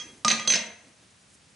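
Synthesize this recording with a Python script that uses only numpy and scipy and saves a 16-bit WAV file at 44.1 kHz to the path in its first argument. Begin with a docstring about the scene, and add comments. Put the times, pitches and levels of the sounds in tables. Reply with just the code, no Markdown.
"""Small hard-walled workshop: a steel chuck key is laid on the cast housing of a lathe; it lands, rocks and bounces
twice over. Contacts choke the key's ringing handle and strike it anew (decaying modes) and knock the housing
(noise cracks plus decaying modes). Hands brush (grainy treble noise) and scuff (low noise).
Steady noise gives a quiet floor of room rumble and microphone hiss; noise tails give the reverberation."""
import sys
import numpy as np
from scipy import signal
from scipy.fft import rfft, irfft, next_fast_len
from scipy.io import wavfile
from scipy.ndimage import map_coordinates

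SR = 44100
rng = np.random.default_rng(int(sys.argv[2]) if len(sys.argv) > 2 else 0)


def decibels_to_gain(level_db):
    """Convert a level in decibels to a linear amplitude gain (20 dB per decade)."""
    exponent = np.asarray(level_db, float) / 20
    return 10 ** exponent


def dump(signal):
    """Clip the signal to [-1, 1] and save it as 16-bit WAV at the path in sys.argv[1]."""
    limited = np.clip(np.atleast_2d(signal).T, -1, 1)
    pcm = np.round(limited * 32767).astype(np.int16)
    wavfile.write(sys.argv[1], SR, pcm)


N = 68355
LEAD = SR // 10  # samples before t = 0, for contacts at negative times
ATTACK_S, STIFF_LATE_S = 0.00036, 0.000862


def unit(x):
    """Scale to rms 1."""
    return x / np.sqrt(np.mean(x ** 2) + 1e-20)


def along(points, hz):
    """Interpolate (f/Hz, value) points on a log frequency axis."""
    f, v = np.transpose(points)
    return np.interp(np.log(hz + 1), np.log(f + 1), v)


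def filtered(x, response):
    """Apply a zero-phase frequency response."""
    m = next_fast_len(x.shape[-1] + 8192)
    gain = response(np.fft.rfftfreq(m, 1 / SR))
    return irfft(rfft(x, m) * gain, m)[..., :x.shape[-1]]


def coloured(x, points):
    """Shape noise by a (f/Hz, level/dB) spectrum."""
    return filtered(x, lambda hz: decibels_to_gain(along(points, hz)))


def paired(two, alike):
    """Mix two unrelated signals into left and right of given likeness (correlation) by frequency."""
    def mid_side_gains(hz):
        turn = np.arccos(np.clip(along(alike, hz), -1, 1)) / 2
        return np.array([np.cos(turn), np.sin(turn)])

    mid, side = filtered(two, mid_side_gains)
    return np.array([mid + side, mid - side])


def ring(hz, db, t60, t):
    """One exponentially dying mode with a soft onset, silent before t = 0."""
    t = np.maximum(t, 0)
    onset = 1 - np.exp(-t / ATTACK_S)
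    return decibels_to_gain(db - 60 * t / t60) * np.sin(2 * np.pi * hz * t) * onset


def family(modes, db, scatter_db, t):
    """Modes of one body, each a little stronger or weaker on every blow."""
    luck_db = scatter_db * rng.standard_normal(len(modes))
    return sum(ring(hz, db + g + luck, t60, t) for (hz, g, t60), luck in zip(modes, luck_db))


def add(track, s, sound):
    """Lay a sound on the track at time s."""
    part = track[LEAD + round(s * SR):][:len(sound)]
    part += sound[:len(part)]


# rumble and hiss spectrum: f/Hz, relative level/dB
FLOOR_SPECTRUM = [(25, -30), (60, -9), (108, -5.5), (176, -8.5), (320, -17), (860, -19.5), (2000, -20.5),
                  (6000, -23), (10100, -25.5), (11500, -45.5)]
# left-right likeness of the floor: f/Hz, correlation/1
FLOOR_LIKENESS = [(60, 1), (220, 0.86), (840, 0.13), (3140, 0.63), (11000, 0.83)]
FLOOR_DB = -58  # rms ahead of the low cut


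def floor():
    """Room rumble and microphone hiss: steady coloured noise."""
    noise = coloured(rng.standard_normal((2, N)), FLOOR_SPECTRUM)
    return decibels_to_gain(FLOOR_DB) * unit(paired(noise, FLOOR_LIKENESS))


# housing contacts: t/s, crack level/dB, clack level/dB, knock level/dB, thud level/dB
HOUSING_CONTACTS = [(-.025, -29, -36, -30, -46), (.2476, -15, -36, -23, -28), (.2808, -16, -15, -25, -44),
                    (.2870, -34, -36, -26, -50), (.3018, -21, -15, -24, -36), (.3070, -28, -30, -20, -40),
                    (.3125, -21, -16, -24, -36), (.3205, -27, -34, -25, -38), (.3970, -33, -40, -33, -42),
                    (.4500, -40, -42, -38, -48), (.4748, -18, -19, -30, -33), (.5018, -23, -21, -22, -38),
                    (.5222, -22, -17, -22, -42), (.5370, -24, -18, -21, -42), (.5430, -28, -32, -23, -40),
                    (.5530, -30, -32, -27, -33), (.5575, -27, -27, -26, -38), (.5920, -36, -42, -29, -46)]
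# crack spectrum: f/Hz, relative level/dB
CRACK_SPECTRUM = [(180, -20), (300, -12), (1200, -15.5), (2830, -15), (4600, -11.5), (5610, -9), (6150, -7),
                  (9870, -26), (11500, -42), (15000, -77), (22000, -120)]
# housing modes: f/Hz, relative level/dB, t60/s
CLACK_MODES = [(3950, 4, .011), (4150, 2, .012), (4560, 0, .012), (5300, -3, .01)]
KNOCK_MODES = [(1678, -7, 0.028), (1958, -4.5, 0.029), (2106, 1.5, 0.023), (2413, -1, 0.028),
               (2577, -1, 0.021), (2760, -2, 0.01)]
THUD_MODES = [(170, -15.5, 0.091), (223.7, -1.5, 0.11), (323, -7.5, 0.064), (539, -4.5, 0.045),
              (616.5, 1, 0.031), (937, -2.5, 0.027)]
CRACK_TRIM_DB, CRACK_T60_S, THUD_LATE_S = 1.5, .02, 0.00606


def housing():
    """Each contact gives a noise crack and rings the housing's clack, knock and thud modes."""
    out, t = np.zeros(LEAD + N), np.arange(SR // 4) / SR
    onset = 1 - np.exp(-t / ATTACK_S)
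    grit = unit(coloured(rng.standard_normal((len(HOUSING_CONTACTS), len(t))), CRACK_SPECTRUM))
    for (s, crack_db, clack_db, knock_db, thud_db), noise in zip(HOUSING_CONTACTS, grit):
        crack = decibels_to_gain(crack_db + CRACK_TRIM_DB - 60 * t / CRACK_T60_S) * onset * noise
        clack = family(CLACK_MODES, clack_db, 1.25, t - STIFF_LATE_S)
        knock = family(KNOCK_MODES, knock_db, 2.5, t)
        thud = family(THUD_MODES, thud_db, 2.5, t - THUD_LATE_S)
        add(out, s, crack + clack + knock + thud)
    return out


# key contacts: t/s, level/dB of handle modes 1, 2 and 3, shank level/dB
KEY_CONTACTS = [(-.015, -40.5, -32, -38, -29), (.0230, -59, -55, -51.5, -49),
                (0.2478, -20, -49, -43, -25.5), (0.2806, -36, -52, -21, -38),
                (0.3021, -32.5, -39, -28.5, -40), (0.3124, -49, -29, -16, -33),
                (0.3203, -40.5, -53, -34, -40), (.3970, -37, -38.5, -39.5, -48),
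                (.4500, -39.5, -41, -45.5, -53), (.4748, -48, -23, -15.5, -32), (.5018, -48, -27, -14, -29),
                (.5222, -50, -36, -18, -34), (.5370, -52, -38, -21, -38), (.5475, -51, -36, -30, -32),
                (.5530, -54, -37, -22.5, -28), (.5625, -52, -44, -29.5, -27.5),
                (.5800, -57, -46.5, -35, -53)]
# handle bending modes: f/Hz, t60/s
HANDLE_MODES = [(1227, .22), (3283, .45), (6160, .5)]
# shank modes: f/Hz, relative level/dB, t60/s
SHANK_MODES = [(4507, 1, 0.042), (5290, 3.5, 0.043), (5430, -2, .03), (6900, -5.5, 0.047),
               (7400, -16, 0.024), (7900, -5, .02)]
# mode of the key's square end: f/Hz, t60/s
TIP_MODE = (8332, .11)
# contacts that ring the square end: t/s, level/dB
TIP_CONTACTS = [(.2495, -40), (.2815, -44), (.4755, -42), (.5060, -32), (.5380, -39)]
# each contact holds the key for a moment: stiff modes speak later
LATE_S_PER_MODE, CHOKE_S = .001, 0.00024
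# the ring's level wavers at random, a rough beating as of close twin modes
WAVER_DB, WAVER_PER_S = 1.5, 90


def choke(t, until):
    """The next contact stops the ring: fast exponential decay."""
    return np.exp(-np.maximum(t - until, 0) / CHOKE_S)


def key():
    """Handle modes ring from one contact to the next; shank and square end die by themselves."""
    out, t = np.zeros(LEAD + N), np.arange(SR // 2) / SR
    ends = [row[0] for row in KEY_CONTACTS[1:]] + [N / SR]
    for (s, *levels, shank_db), end in zip(KEY_CONTACTS, ends):
        handle = sum(ring(hz, db, t60, t - LATE_S_PER_MODE * k)
                     for k, (db, (hz, t60)) in enumerate(zip(levels, HANDLE_MODES)))
        shank = family(SHANK_MODES, shank_db, 1.25, t - STIFF_LATE_S)
        add(out, s, handle * choke(t, end - s) + shank)
    tip_hz, tip_t60 = TIP_MODE
    for s, db in TIP_CONTACTS:
        add(out, s, ring(tip_hz, db, tip_t60, t))
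    knots = np.arange(len(out)) * WAVER_PER_S / SR
    waver = map_coordinates(rng.standard_normal(int(knots[-1]) + 4), [knots])
    return out * decibels_to_gain(WAVER_DB * waver)


# near tail decay: f/Hz, t60/s
NEAR_T60 = [(100, 0.48), (300, 0.64), (700, 0.74), (2000, 0.51), (5000, 0.33), (10000, 0.44)]
# left-right likeness of the tails: f/Hz, correlation/1
TAIL_LIKENESS = [(200, 1), (1000, 0.76), (5000, 0.64)]
NEAR_DB, FAR_DB, FAR_T60_S, WALL_S = -2, -36.5, 3.9, .004


def room(x):
    """Convolve each row with its own noise tail: near, dying by frequency, plus faint and longer."""
    noise = rng.standard_normal((len(x), 2, 3 * SR // 2))
    hz, t, z = signal.stft(noise, SR, nperseg=256)
    tail = 0
    for db, t60 in ((NEAR_DB, along(NEAR_T60, hz)[:, None]), (FAR_DB, FAR_T60_S)):
        dying = signal.istft(z * decibels_to_gain(-60 * t / t60), SR, nperseg=256)[1]
        tail = tail + decibels_to_gain(db) * dying / np.linalg.norm(dying[0, 0])
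    stereo = [paired(v, TAIL_LIKENESS) for v in tail]
    delayed = np.pad(stereo, ((0, 0), (0, 0), (round(WALL_S * SR), 0)))
    return signal.fftconvolve(x[:, None], delayed, axes=2)[..., :x.shape[1]].sum(axis=0)


# chatter between the contacts: start t/s, end t/s, rate/(1/s), mean level/dB
CHATTER_SPANS = [(.3, .335, 300, -33), (.495, .585, 600, -29)]
CHATTER_HZ, CHATTER_SPREAD_LN, CHATTER_T60_S = 3300, .8, .007  # median, +- log range, decay


def chatter():
    """Small contacts at random times: short single-mode ticks of random pitch and level."""
    out, t = np.zeros(LEAD + N), np.arange(SR // 50) / SR
    for start, end, rate, db in CHATTER_SPANS:
        for when, pitch, size in rng.random((round(rate * (end - start)), 3)):
            hz = CHATTER_HZ * np.exp(CHATTER_SPREAD_LN * (2 * pitch - 1))
            tick = ring(hz, db + 8 * (size - .5), CHATTER_T60_S, t)
            add(out, start + when * (end - start), tick)
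    return out


def swells(rows):
    """Sum of bell-shaped swells of level."""
    t = np.arange(N) / SR
    return sum(decibels_to_gain(db) * np.exp(-.5 * ((t - s) / length) ** 2) for s, db, length in rows)


# low scuffs of the hand on the casting: t/s, rms level at the peak/dB, bell sigma/s
SCUFF_SWELLS = [(.11, -52.5, 0.073), (.19, -68, 0.013), (.87, -58.5, .03), (1.03, -57.5, 0.016),
                (1.36, -66, 0.011)]
# scuff spectrum: f/Hz, relative level/dB
SCUFF_SPECTRUM = [(150, -5), (300, 0), (500, -11), (1000, -22.5)]
# hands and sleeves brushing: t/s, rms level at the peak/dB, bell sigma/s
BRUSH_SWELLS = [(.181, -61, .003), (.208, -64, .004), (1.11, -67, .008), (1.21, -63, .012),
                (1.32, -62, .015), (1.348, -56, .009), (1.505, -64, .012)]
# brush spectrum: f/Hz, relative level/dB
BRUSH_SPECTRUM = [(2000, -30), (4500, -10), (6500, -1.5), (9000, 0), (11000, -6)]


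def hands():
    """Friction noise in soft swells: a low scuff and a grainy treble brush."""
    scuff = unit(coloured(rng.standard_normal(N), SCUFF_SPECTRUM))
    grain_db = 3 * rng.standard_normal(N // 64 + 1).repeat(64)[:N]
    brush = unit(coloured(rng.standard_normal(N) * decibels_to_gain(grain_db), BRUSH_SPECTRUM))
    return swells(SCUFF_SWELLS) * scuff + swells(BRUSH_SWELLS) * brush


# times from which a fresh random room tail is used: t/s
TAIL_CHANGES = [.247, .474, .5215]
PAN_DB, KEY_ROOM_DB = [[-1.4], [1.4]], -7  # left and right; key's send to the room


def scene():
    """Key and housing a little to the right, with a fresh random room tail from each tail change."""
    steel, iron = key(), housing() + chatter()
    t = (np.arange(LEAD + N) - LEAD) / SR
    span = np.searchsorted(TAIL_CHANGES, t) == np.arange(len(TAIL_CHANGES) + 1)[:, None]
    direct = (steel + iron) * decibels_to_gain(PAN_DB)
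    reverb = room((decibels_to_gain(KEY_ROOM_DB) * steel + iron) * span)
    return (direct + reverb)[:, LEAD:] + hands() + floor()


def roll_off(x):
    """The treble ends steeply here."""
    return signal.sosfilt(signal.butter(12, 12350, fs=SR, output="sos"), x)


LOW_CUT_HZ, TOP_HZ = 70.7, 11050  # -6 dB point, brick-wall limit


def record(dry):
    """Low cut and band limit of the microphone."""
    mix = filtered(dry, lambda hz: (hz < TOP_HZ) * hz ** 2 / (hz ** 2 + LOW_CUT_HZ ** 2))
    return roll_off(mix)


dry = scene()
out = record(dry)
dump(out)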